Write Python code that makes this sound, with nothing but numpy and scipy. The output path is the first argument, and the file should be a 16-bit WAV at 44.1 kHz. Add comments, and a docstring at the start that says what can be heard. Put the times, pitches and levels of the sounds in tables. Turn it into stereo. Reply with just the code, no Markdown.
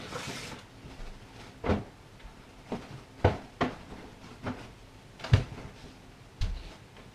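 """Small, quiet bedroom: someone makes up beds under steady air hush and a faint wavering drone.
A duvet is smoothed, cushions are tossed onto a bed, a pillow is picked up, patted and dropped in place.
Cloth is shaped friction noise; pats and ticks are band-shaped bursts; frame claps are ringing panels.
Thuds, knocks and bare feet are damped modes. Reflections, resonances and a diffuse field make the room."""
import sys
import numpy as np
from scipy import signal
from scipy.fft import rfft, irfft, next_fast_len
from scipy.io import wavfile
from scipy.ndimage import uniform_filter1d

SR = 44100
rng = np.random.default_rng(int(sys.argv[2]) if len(sys.argv) > 2 else 0)


def put_to_file(sound):
    """Save the sound as 16-bit audio at rate SR, in the file named by the first command-line argument."""
    columns = np.atleast_2d(sound).T  # one column per channel
    safe = np.clip(columns, -1, 1)
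    whole_steps = np.round(safe * 32767)
    wavfile.write(sys.argv[1], SR, whole_steps.astype(np.int16))


N = 314962
TIME_S = np.arange(N) / SR
BANDS_HZ = 44 * 2. ** (np.arange(18) / 2)  # half-octave centres

# Levels are relative, ahead of the mix gains in scene().
# still room spectrum: hz, level_db
AIR_COLOUR = [(12, -39), (20, -10), (41, 1), (72, -11.5), (108, 0), (174, -9.5), (263, -15), (377, -11),
              (540, -16), (796, -16), (889, -19), (1240, -20.5), (1990, -23), (9370, -38), (15000, -48.5)]
# stereo spread of the hush: hz, side_minus_mid_db
AIR_WIDTH = [(60, -22), (110, -24), (200, -0.5), (380, -0.5), (1300, -0.5), (4400, 2), (15000, 0.5)]
# faint drone in the house: hz, level_db
HUM = [(102, -68), (199, -65), (264, -65), (888, -71)]
AIR_DB = -53

# hand sweeping over the duvet: time_s, speed_db
SWEEP_SPEED = [(0.0, -10), (0.06, -16), (0.1, -7), (0.25, 0), (0.485, -1), (0.52, -10), (0.6, -55)]
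# sweep, through the padding: hz, density_db_per_hz
SWEEP_RUB = [(50, -33), (90, 3), (140, 3.5), (250, -3), (370, -13.5), (520, -4), (800, -14), (1300, -6.5),
             (2400, -15.5), (3600, -12.5), (6000, -54)]
# sweep, off the weave: hz, density_db_per_hz
SWEEP_HISS = [(1180, -31), (2000, -12), (2410, -1), (2800, -12), (5140, -2.5), (7260, -7.5), (12000, -21),
              (15000, -58)]
SWEEP_RUB_DB, SWEEP_HISS_DB = -42, -43.5  # at full speed
RUB_SPEED_EXPONENT = 0.17  # hiss: 1

# pillow or sleeve sliding over cloth: start_s, length_s, fastest_at_share_of_length, rub_db, hiss_db
STROKES = [ (0.656, 0.31, 0.4, -60, -68), (0.882, 0.084, .5, -51.5, -55), (0.959, 0.14, 0.34, -49, -55.5),
           (1.072, 0.36, 0.37, -54.5, -61.5), (1.323, 0.22, 0.53, -49, -53),
           (2.164, 0.74, 0.19, -57.5, -74), (2.647, 0.16, .42, -42.5, -50.5),
           (2.78, 0.12, 0.46, -44.5, -51), (2.871, 0.19, 0.15, -47.5, -57), (3.155, 0.39, 0.23, -48, -57.5),
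           (3.694, 0.23, 0.15, -47, -61.5), (3.865, 0.37, 0.16, -47.5, -62.5),
           (4.194, 0.18, 0.26, -46.5, -56.5), (4.42, 0.079, 0.48, -39, -55), (4.524, 0.15, 0.52, -44, -55),
           (5.17, 0.36, 0.34, -45, -51), (5.499, 0.25, 0.24, -43.5, -60), (5.72, 0.27, 0.26, -61, -57),
           (6.526, 0.1, 0.41, -55, -64), (6.607, 0.19, 0.44, -50, -56), (6.964, 0.062, .25, -48.5, -64), ]
# handling, through the padding: hz, density_db_per_hz
HANDLING_RUB = [(60, 11), (130, 10.5), (260, 11), (450, 3.5), (800, 1.5), (1400, -3), (2400, -15),
                (4000, -60)]
# handling, off the weave: hz, density_db_per_hz
HANDLING_HISS = [(1200, -6.5), (2600, 0), (5000, -5), (7000, -12.5), (10000, -20), (15000, -38)]
CLOTHES_RUB_DB, CLOTHES_HISS_DB = -73, -63
CLOTHES_SWING_DB, CLOTHES_PER_S = 0.5, 0.36  # rms swing, drift rate
STROKE_EXPONENT = 1.28  # shapes the ease in and out of strokes and scrapes

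# soft blows on pillows and bedding: start_s, level_db, peak_s, dull_above_hz, hollow_ring_hz
PATS = [ (0.000, -33, 0.0029, 607, 337), (0.117, -37.5, 0.015, 2000, 520), (0.275, -36, 0.016, 1127, 176),
        (0.511, -37.5, 0.0071, 1496, 666), (0.842, -36.5, 0.011, 302, 204),
        (1.6373, -31, 0.0064, 900, 1000), (1.654, -28, 0.016, 960, 435), (1.685, -23.5, 0.021, 770, 467),
        (1.761, -33, 0.0079, 500, 260), (2.7183, -25.5, 0.0035, 858, 1227), (2.925, -40, 0.006, 261, 160),
        (3.2427, -15, 0.0067, 1150, 645), (3.606, -19, 0.0082, 2050, 636), (3.917, -36.5, 0.0066, 610, 267),
        (4.009, -45, 0.028, 850, 294), (4.455, -30, 0.016, 1620, 445), (5.292, -42.5, 0.013, 1515, 400),
        (5.333, -24, 0.0092, 630, 333), (5.573, -41, 0.0091, 1010, 350), (5.836, -40, 0.0093, 590, 235.4),
        (6.424, -43, 0.016, 1500, 607), (6.979, -46, 0.0063, 900, 520), ]
# padding spectrum: hz, density_db_per_hz
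PADDING = [(60, 28), (200, 13.5), (450, 7.5), (800, 3.5), (1500, 1.5), (2600, -2.5), (4200, -7),
           (6000, -13), (9000, -25.5), (15000, -36)]
THIN_HZ, PAT_HZ = 230, 1010  # dull above PAT_HZ: thin below THIN_HZ; both scale together
SETTLE_DELAY_S, SETTLE_DB, SETTLE_PEAK_S = 0.017, -6.5, 0.0075  # dB relative to the blow
SETTLE_DULL_HZ, SETTLE_THIN_HZ, SETTLE_RING_HZ = 600, 130, 240

# scrapes of taut cloth and scuffs of feet: start_s, length_s, level_db, lower_hz, upper_hz, width_octaves
SCRAPES = [ (0.000, 0.09, -49, 2550, 3870, 0.4), (0.145, 0.049, -38.5, 1080, 1370, 0.11),
           (0.173, 0.15, -50, 2320, 2470, 0.2), (0.512, 0.031, -47, 670, 1353, 0.48),
           (2.715, 0.067, -54, 785, 1250, 0.18), (4.23, 0.075, -60, 3000, 5200, 0.38),
           (4.437, 0.063, -51, 1390, 2097, 0.5), (5.223, 0.2, -64, 3545, 4870, 0.18),
           (5.74, 0.29, -64, 3550, 5230, 0.24), (6.54, 0.1, -56, 2850, 4020, 0.21),
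           (6.628, 0.075, -53, 2700, 3880, 0.37), (6.675, 0.09, -59, 2800, 3800, 0.25),
           (6.964, 0.073, -55.5, 1410, 2160, 0.36), ]
SCRAPE_FASTEST = 0.16  # share of length

# muffled, hollow knocks of bedding, furniture and floor: start_s, level_db, pitch_hz
KNOCKS = [(0.153, -32, 488), (1.638, -30.5, 451), (1.689, -22, 506), (1.693, -25.5, 416),
          (1.712, -24, 204.6), (1.764, -44, 195), (1.817, -42, 405), (2.717, -31.5, 230),
          (2.727, -30.5, 426), (3.256, -33, 244), (3.612, -31, 680), (3.621, -27.5, 260), (3.653, -27, 256),
          (4.469, -31.5, 253), (4.497, -36, 251), (6.458, -41, 179)]
# knock modes: pitch_multiple, level_db, cycles_to_minus_60_db
HOLLOW_MODES = [(1, -0.5, 40), (2.2, -17.5, 110), (2.78, -15.5, 114)]
KNOCK_SWELL_CYCLES = 1.64

# low thuds, weight landing on pillow, mattress or floor: start_s, level_db, pitch_hz, damping_multiple
THUDS = [(0.267, -33.5, 130, 1), (0.847, -43, 131, 1.2), (1.686, -26, 88.4, .7), (1.711, -33, 93.4, 1.2),
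         (2.902, -38, 135, 0.81), (2.931, -35.5, 132.6, 0.7), (3.244, -16.5, 94.3, 1.8),
         (3.615, -30, 147, .9), (4.464, -36, 89.5, 0.83), (4.47, -33, 124, 0.67), (5.317, -21.5, 128, 0.78),
         (5.3306, -9.5, 100.4, 2), (5.367, -24, 129, 0.49), (5.515, -32, 127, 1.8),
         (5.644, -34.5, 122, 1.8), (6.421, -23.5, 94, 1.55), (6.456, -34, 92, 0.85)]
# thud modes: pitch_multiple, level_db, cycles_to_minus_60_db (at damping 1)
THUD_MODES = [(.44, -20, 31.5), (1, -1, 12.5), (1.3, -26, 55), (2.5, -24, 54)]
THUD_SWELL_S = 0.0071

# short bright ticks, from creases, a pillow striking wood or a foot coming unstuck:
# start_s, level_db, peak_s, thin_below_hz, dull_above_hz, ring_hz
TICKS = [ (0.514, -43, 0.007, 700, 2400, 1500), (0.584, -45.5, 0.0069, 3560, 11000, 8000),
         (1.645, -40, 0.016, 950, 3170, 2210), (1.685, -35, 0.018, 893, 5000, 2300),
         (2.192, -47, 0.0093, 1210, 4970, 3260), (2.72, -39, 0.003, 1100, 4500, 3400),
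         (3.245, -37.5, 0.0057, 1800, 4000, 2610), (3.272, -40, 0.018, 999, 3500, 2400),
         (5.192, -41.5, 0.0086, 1700, 5500, 3100), (5.2375, -30.5, 0.0061, 840, 5200, 4670),
         (5.3331, -24, 0.0033, 1390, 6950, 4550), (5.368, -43, 0.0048, 2500, 8000, 5000),
         (6.41, -34, 0.0079, 3800, 7600, 4100), (6.964, -43.5, 0.0045, 1300, 3250, 2840), ]

# bare feet on the floor: start_s, level_db, boards_pitch_hz, swell_s, softness_db_per_octave
FOOTFALLS = [(0.985, -36.5, 27, 0.013, 24), (1.065, -39.5, 26.8, 0.0092, 19), (2.226, -44, 41.6, 0.016, 15),
             (4.713, -47.5, 49, 0.0097, 14), (6.409, -24.5, 31.8, 0.003, 16),
             (6.491, -28, 34.3, 0.0072, 11), (6.64, -42.5, 44.6, 0.0081, 13)]
# floor modes: pitch_multiple, level_db, cycles_to_minus_60_db
FLOOR_MODES = [(1, 1.5, 11.5), (1.78, 3, 26), (2.97, 0, 39), (5.6, -8, 63)]

# pillow and hands against the bed frame: start_s, level_db, rise_s
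CLAPS = [(5.239, -28.5, .006), (5.334, -28.5, 0.0036)]
# bed frame panels: hz, level_db, t60_s
FRAME_PANELS = [(522, 2.5, 0.18), (652, 3, 0.16), (1200, -1, 0.21), (1690, -4, .1), (2210, -1, .09),
                (2490, -3, 0.072), (2840, -3, .12), (3650, -2, 0.11), (4810, 0.5, 0.086)]

# low standing waves stirred by every thud: hz, width_hz, level_db
BOOM = [(37.98, 5.5, -11), (95.6, 8.2, -6), (263, 7.3, -12)]
# room and furniture resonances: hz, width_hz, level_db
RESONANCES = [(194, 7.2, -11), (235, 16, -9), (264, 29, -5.5), (414, 21, -1), (496.5, 10.8, 2),
              (651, 14, -3.5), (700.7, 16, 5), (746, 13, -11), (845, 27, -0.5), (928, 17, -4.5),
              (1120, 16, -23), (1316, 30, -16), (1490, 15, -12), (1976, 41, -12), (2200, 60, -9.5),
              (2620, 110, -16), (3540, 95, -22), (5040, 88, -15), (5290, 90, -12)]
# first reflections off floor, walls and sloping ceiling: delay_s, level_db
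REFLECTIONS = [(.0029, -26), (.0067, -20), (0.012, -17.5), (0.016, -20.5), (0.025, -14.5), (0.033, -14),
               (0.0454, -22.5)]
# small things throw back mostly treble: hz, level_db
CLUTTER = [(200, -18), (900, -1.5), (2500, -2), (12000, -3.5)]
# reverberation: hz, t60_s
ROOM_DECAY = [(80, 0.28), (250, 0.43), (600, 0.5), (1500, 0.48), (4000, 0.41), (12000, 0.21)]
# colour of the diffuse side signal: hz, gain_db
SIDE_WIDTH = [(60, -50), (130, -67), (300, -25.5), (1000, -23), (2300, -21), (4400, -11), (8000, -4.5),
              (15000, 1)]
EDGE_HZ = 15100


def amp(db):
    """Decibels to gain."""
    return 10 ** (np.asarray(db) / 20)


def unit(x):
    """Scales to rms 1."""
    return x / np.sqrt(np.mean(x ** 2) + 1e-20)


def read(points, hz):
    """Reads a table on a log-frequency axis."""
    f, value = np.transpose(points)
    return np.interp(np.log(hz + 1), np.log(f + 1), value)


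def add(mix, start_s, sound):
    """Mixes a sound in at start_s."""
    part = mix[max(round(start_s * SR), 0):][:len(sound)]
    part += sound[:len(part)]


def colour(x, points):
    """Filters by a (hz, db) table."""
    size = next_fast_len(len(x), True)
    gain = amp(read(points, np.fft.rfftfreq(size, 1 / SR)))
    return irfft(rfft(x, size) * gain, size)[:len(x)]


def wander(per_s):
    """Smooth random drift of rms 1."""
    size = next_fast_len(N, True)
    hz = np.fft.rfftfreq(size, 1 / SR)
    spectrum = rfft(rng.standard_normal(size)) / (1 + (hz / per_s) ** 4)
    return unit(irfft(spectrum, size)[:N])


def band(x, hz, octaves=0.49):
    """Band-pass centred on hz."""
    edges_hz = hz * 2. ** (octaves * np.array([-.5, .5]))
    return signal.sosfilt(signal.butter(2, edges_hz, "bandpass", fs=SR, output="sos"), x)


def pair(mid, side):
    """Left and right from middle and side."""
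    return np.array([mid + side, mid - side])


def air():
    """Steady coloured-noise hush; drone tones waver through random quadrature amplitudes."""
    mid, side = (unit(colour(rng.standard_normal(N), AIR_COLOUR)) for _ in range(2))
    hum = np.zeros(N)
    for hz, db in HUM:
        phase = 2 * np.pi * hz * TIME_S
        hum += amp(db) * unit(wander(5.3) * np.cos(phase) + wander(8.7) * np.sin(phase))
    return amp(AIR_DB) * pair(mid, colour(side, AIR_WIDTH)) + hum


def friction(slips_per_s, spread_db, grainy, uneven_db):
    """Countless small slips as noise, with sparse snaps and an uneven level."""
    sign = np.sign(rng.standard_normal(N))
    size = amp(spread_db * np.minimum(rng.exponential(1, N), 4))
    snaps = sign * size * (rng.random(N) < slips_per_s / SR)
    fibres = rng.standard_normal(N)
    return unit((fibres + grainy * unit(snaps)) * amp(uneven_db * wander(23.5)))


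def rustle(rub_level, hiss_level, drive, rub_colour, hiss_colour):
    """Friction sounds twice: muffled through the padding, bright off the weave."""
    rub = rub_level * unit(colour(drive, rub_colour))
    hiss = hiss_level * unit(colour(drive, hiss_colour))
    return rub + hiss


def sweep():
    """Hand on the duvet: hiss follows speed more than rub does, so faster is brighter."""
    time_s, speed_db = np.transpose(SWEEP_SPEED)
    speed = amp(np.interp(TIME_S, time_s, speed_db)) * (TIME_S < time_s[-1])
    rub_level = amp(SWEEP_RUB_DB) * speed ** RUB_SPEED_EXPONENT
    hiss_level = amp(SWEEP_HISS_DB) * speed
    drive = friction(slips_per_s=1300, spread_db=3.0, grainy=0.74, uneven_db=1.1)
    return rustle(rub_level, hiss_level, drive, SWEEP_RUB, SWEEP_HISS)


def arch(length_s, fastest):
    """Speed of one stroke, from rest to rest."""
    share = np.arange(0, length_s, 1 / SR) / length_s
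    progress = np.interp(share, [0, np.clip(fastest, .05, .95), 1], [0, .5, 1])
    return abs(np.sin(np.pi * progress)) ** STROKE_EXPONENT


def handling():
    """Pillows and sleeves rub cloth, one arch a stroke, over the constant faint stir of clothes."""
    stir = amp(CLOTHES_SWING_DB * wander(CLOTHES_PER_S))
    rub_level, hiss_level = amp(CLOTHES_RUB_DB) * stir, amp(CLOTHES_HISS_DB) * stir
    for start_s, length_s, fastest, rub_db, hiss_db in STROKES:
        speed = arch(length_s, fastest)
        add(rub_level, start_s, amp(rub_db) * speed)
        add(hiss_level, start_s, amp(hiss_db) * speed)
    drive = friction(slips_per_s=1300, spread_db=3.5, grainy=0.69, uneven_db=2.0)
    return rustle(rub_level, hiss_level, drive, HANDLING_RUB, HANDLING_HISS)


def shares(size):
    """Overlapping weights that split a spectrum into half octaves."""
    hz = np.fft.rfftfreq(size, 1 / SR)
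    return np.clip(1 - 2 * abs(np.log2((hz + 1) / BANDS_HZ[:, None])), 0, 1)


def puff(peak_s, dull_hz, thin_hz, ring_hz, hollow_db=4.5):
    """Contact over a few milliseconds: a noise burst shaped in half octaves, with a hollow ring."""
    t = np.arange(6000) / SR
    contact = (t / peak_s * np.exp(1 - t / peak_s)) ** 2
    hollow = hollow_db * np.exp(-(np.log2(BANDS_HZ / ring_hz) / 0.22) ** 2)
    power = BANDS_HZ * amp(read(PADDING, BANDS_HZ) + hollow) ** 2
    power = power / (1 + (BANDS_HZ / dull_hz) ** 2.88) / (1 + (thin_hz / BANDS_HZ) ** 3)
    fibres = irfft(rfft(rng.standard_normal(len(t))) * shares(len(t)), len(t))
    burst = sum(np.sqrt(p) * unit(fibre * contact) for p, fibre in zip(power, fibres))
    return unit(burst) * np.sqrt(np.mean(contact ** 2))


def pats():
    """Each blow slaps the cover, then the filling gives way with a second puff."""
    out = np.zeros(N)
    for start_s, db, peak_s, dull_hz, ring_hz in PATS:
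        thin_hz = THIN_HZ * dull_hz / PAT_HZ  # brighter is smaller, with less bass
        slap = puff(peak_s, dull_hz, thin_hz, ring_hz)
        settle = puff(SETTLE_PEAK_S, SETTLE_DULL_HZ, SETTLE_THIN_HZ, SETTLE_RING_HZ)
        add(out, start_s, amp(db) * slap)
        add(out, start_s + SETTLE_DELAY_S, amp(db + SETTLE_DB) * settle)
    return out


def scrapes():
    """Cloth or a foot dragged along chatters in two bands."""
    out = np.zeros(N)
    drive = friction(slips_per_s=300, spread_db=-2.0, grainy=1.7, uneven_db=0.5)
    for start_s, length_s, db, low_hz, high_hz, octaves in SCRAPES:
        speed = arch(length_s, SCRAPE_FASTEST)
        slips = np.roll(drive, -round(start_s * SR))[:len(speed)]
        chatter = unit(band(slips, low_hz, octaves)) + unit(band(slips, high_hz, octaves))
        add(out, start_s, amp(db) * speed * chatter)
    return out


def swing(modes, hz, swell_s, soft_db=0, damping=1):
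    """A soft weight sets heavy modes swinging; a softer push spares the upper ones."""
    t = np.arange(SR * 3 // 4) / SR
    out = np.zeros(len(t))
    for multiple, db, cycles in modes:
        turns = hz * multiple * t
        swell = 1 - np.exp(-(t / swell_s) ** 2)
        reach = swell * np.exp(-np.log(1000) * damping * turns / cycles)
        level = amp(db - soft_db * np.log2(multiple))
        out -= level * reach / reach.max() * np.sin(2 * np.pi * turns)
    return out


def knocks():
    """Hollow, muffled knocks from damped modes; a lower knock builds up more slowly."""
    out = np.zeros(N)
    for start_s, db, hz in KNOCKS:
        add(out, start_s, amp(db) * swing(HOLLOW_MODES, hz, KNOCK_SWELL_CYCLES / hz))
    return out


def thuds():
    """Weight landing swings low, damped modes."""
    out = np.zeros(N)
    for start_s, db, hz, damping in THUDS:
        add(out, start_s, amp(db) * swing(THUD_MODES, hz, THUD_SWELL_S, damping=damping))
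    return out


def ticks():
    """A short, bright tick: one thin puff with no settling after it."""
    out = np.zeros(N)
    for start_s, db, peak_s, thin_hz, dull_hz, ring_hz in TICKS:
        add(out, start_s, amp(db) * puff(peak_s, dull_hz, thin_hz, ring_hz, hollow_db=6.0))
    return out


def footfalls():
    """Floorboards take the weight of bare feet and swing in low modes."""
    out = np.zeros(N)
    for start_s, db, hz, swell_s, soft_db in FOOTFALLS:
        add(out, start_s, amp(db) * swing(FLOOR_MODES, hz, swell_s, soft_db))
    return out


def claps():
    """A cushioned blow sets the panels of the bed frame ringing briefly."""
    out, t = np.zeros(N), np.arange(SR // 3) / SR
    for start_s, db, rise_s in CLAPS:
        panels = np.zeros(len(t))
        for hz, mode_db, t60_s in FRAME_PANELS:
            panels += amp(mode_db - 60 * t / t60_s) * np.sin(2 * np.pi * (hz * t + rng.random()))
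        rise = 1 - np.exp(-(2 * t / rise_s) ** 2)
        add(out, start_s, amp(db) * rise * panels / np.sqrt(len(FRAME_PANELS)))
    return out


def ringing(x, tones, ring_db=0):
    """Adds narrow resonances that ring on."""
    out = x.copy()
    for hz, width_hz, db in tones:
        out += amp(db + ring_db) * signal.lfilter(*signal.iirpeak(hz, hz / width_hz, SR), x)
    return out


def mottle(x, depth_db):
    """Narrow bands swell and sink from moment to moment."""
    z = signal.stft(x, nperseg=512)[2]
    patches = uniform_filter1d(rng.standard_normal(z.shape), size=3, axis=0)
    patches = uniform_filter1d(patches, size=5, axis=1)
    return signal.istft(z * unit(amp(depth_db * unit(patches))), nperseg=512)[1][:N]


def walls(x, clutter_db=-9, clutter_t60_s=0.33, count=48):
    """Near surfaces repeat the sound; furniture scatters many fainter echoes and resonances ring."""
    out, taps = x.copy(), np.zeros(SR // 12)
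    for delay_s, db in REFLECTIONS:
        add(out, delay_s, amp(db) * x)
    at = rng.integers(SR // 200, len(taps), count)
    taps[at] = rng.choice([-1, 1], count) * amp(-60 * at / SR / clutter_t60_s)
    echoes = signal.oaconvolve(colour(x, CLUTTER), taps / np.linalg.norm(taps))[:N]
    return ringing(out + amp(clutter_db) * echoes, RESONANCES)


def diffuse(x, patchy_db=2.5, patches_per_s=35, smooth_hz=1800):
    """Two reverberant noise fields: each half octave stores the energy fed to it and leaks it away."""
    out, knots = np.zeros((2, N)), np.arange(1000)
    for hz in BANDS_HZ:
        keep = np.exp(-2 * np.log(1000) / (read(ROOM_DECAY, hz) * SR))
        stored = signal.lfilter([1 - keep], [1, -keep], band(x, hz) ** 2 + 1e-20)
        # close modes beat; in the treble they are too many
        drift = np.interp(TIME_S * patches_per_s, knots, rng.standard_normal(len(knots)))
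        beating = amp(patchy_db / (1 + hz / smooth_hz) * drift)
        out += np.sqrt(stored) * beating * unit(band(rng.standard_normal((2, N)), hz))
    return out


def scene(handling_db=-1, direct_db=-4, wet_db=-9.0, thud_wet_db=-13):
    """Mixes the bedroom: cloth through the room, thuds direct with a little reverberation, and air."""
    cloth = sweep() + amp(handling_db) * handling() + pats() + scrapes() + ticks() + claps()
    low = ringing(knocks() + thuds() + footfalls(), BOOM)
    field, across = diffuse(cloth + amp(thud_wet_db) * low)
    direct = amp(direct_db) * walls(mottle(cloth, depth_db=2.5))
    wet = amp(wet_db) * ringing(mottle(field, depth_db=2.0), RESONANCES, ring_db=-5.0)
    # apart from the air, only the diffuse field differs from ear to ear
    return pair(direct + low + wet, colour(across, SIDE_WIDTH)) + air()


def record(dry):
    """Low-passes both channels at EDGE_HZ."""
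    taps = signal.firwin(511, EDGE_HZ, window=("kaiser", 9), fs=SR)
    return signal.oaconvolve(dry, taps[None], "same")


dry = scene()
out = record(dry)
put_to_file(out)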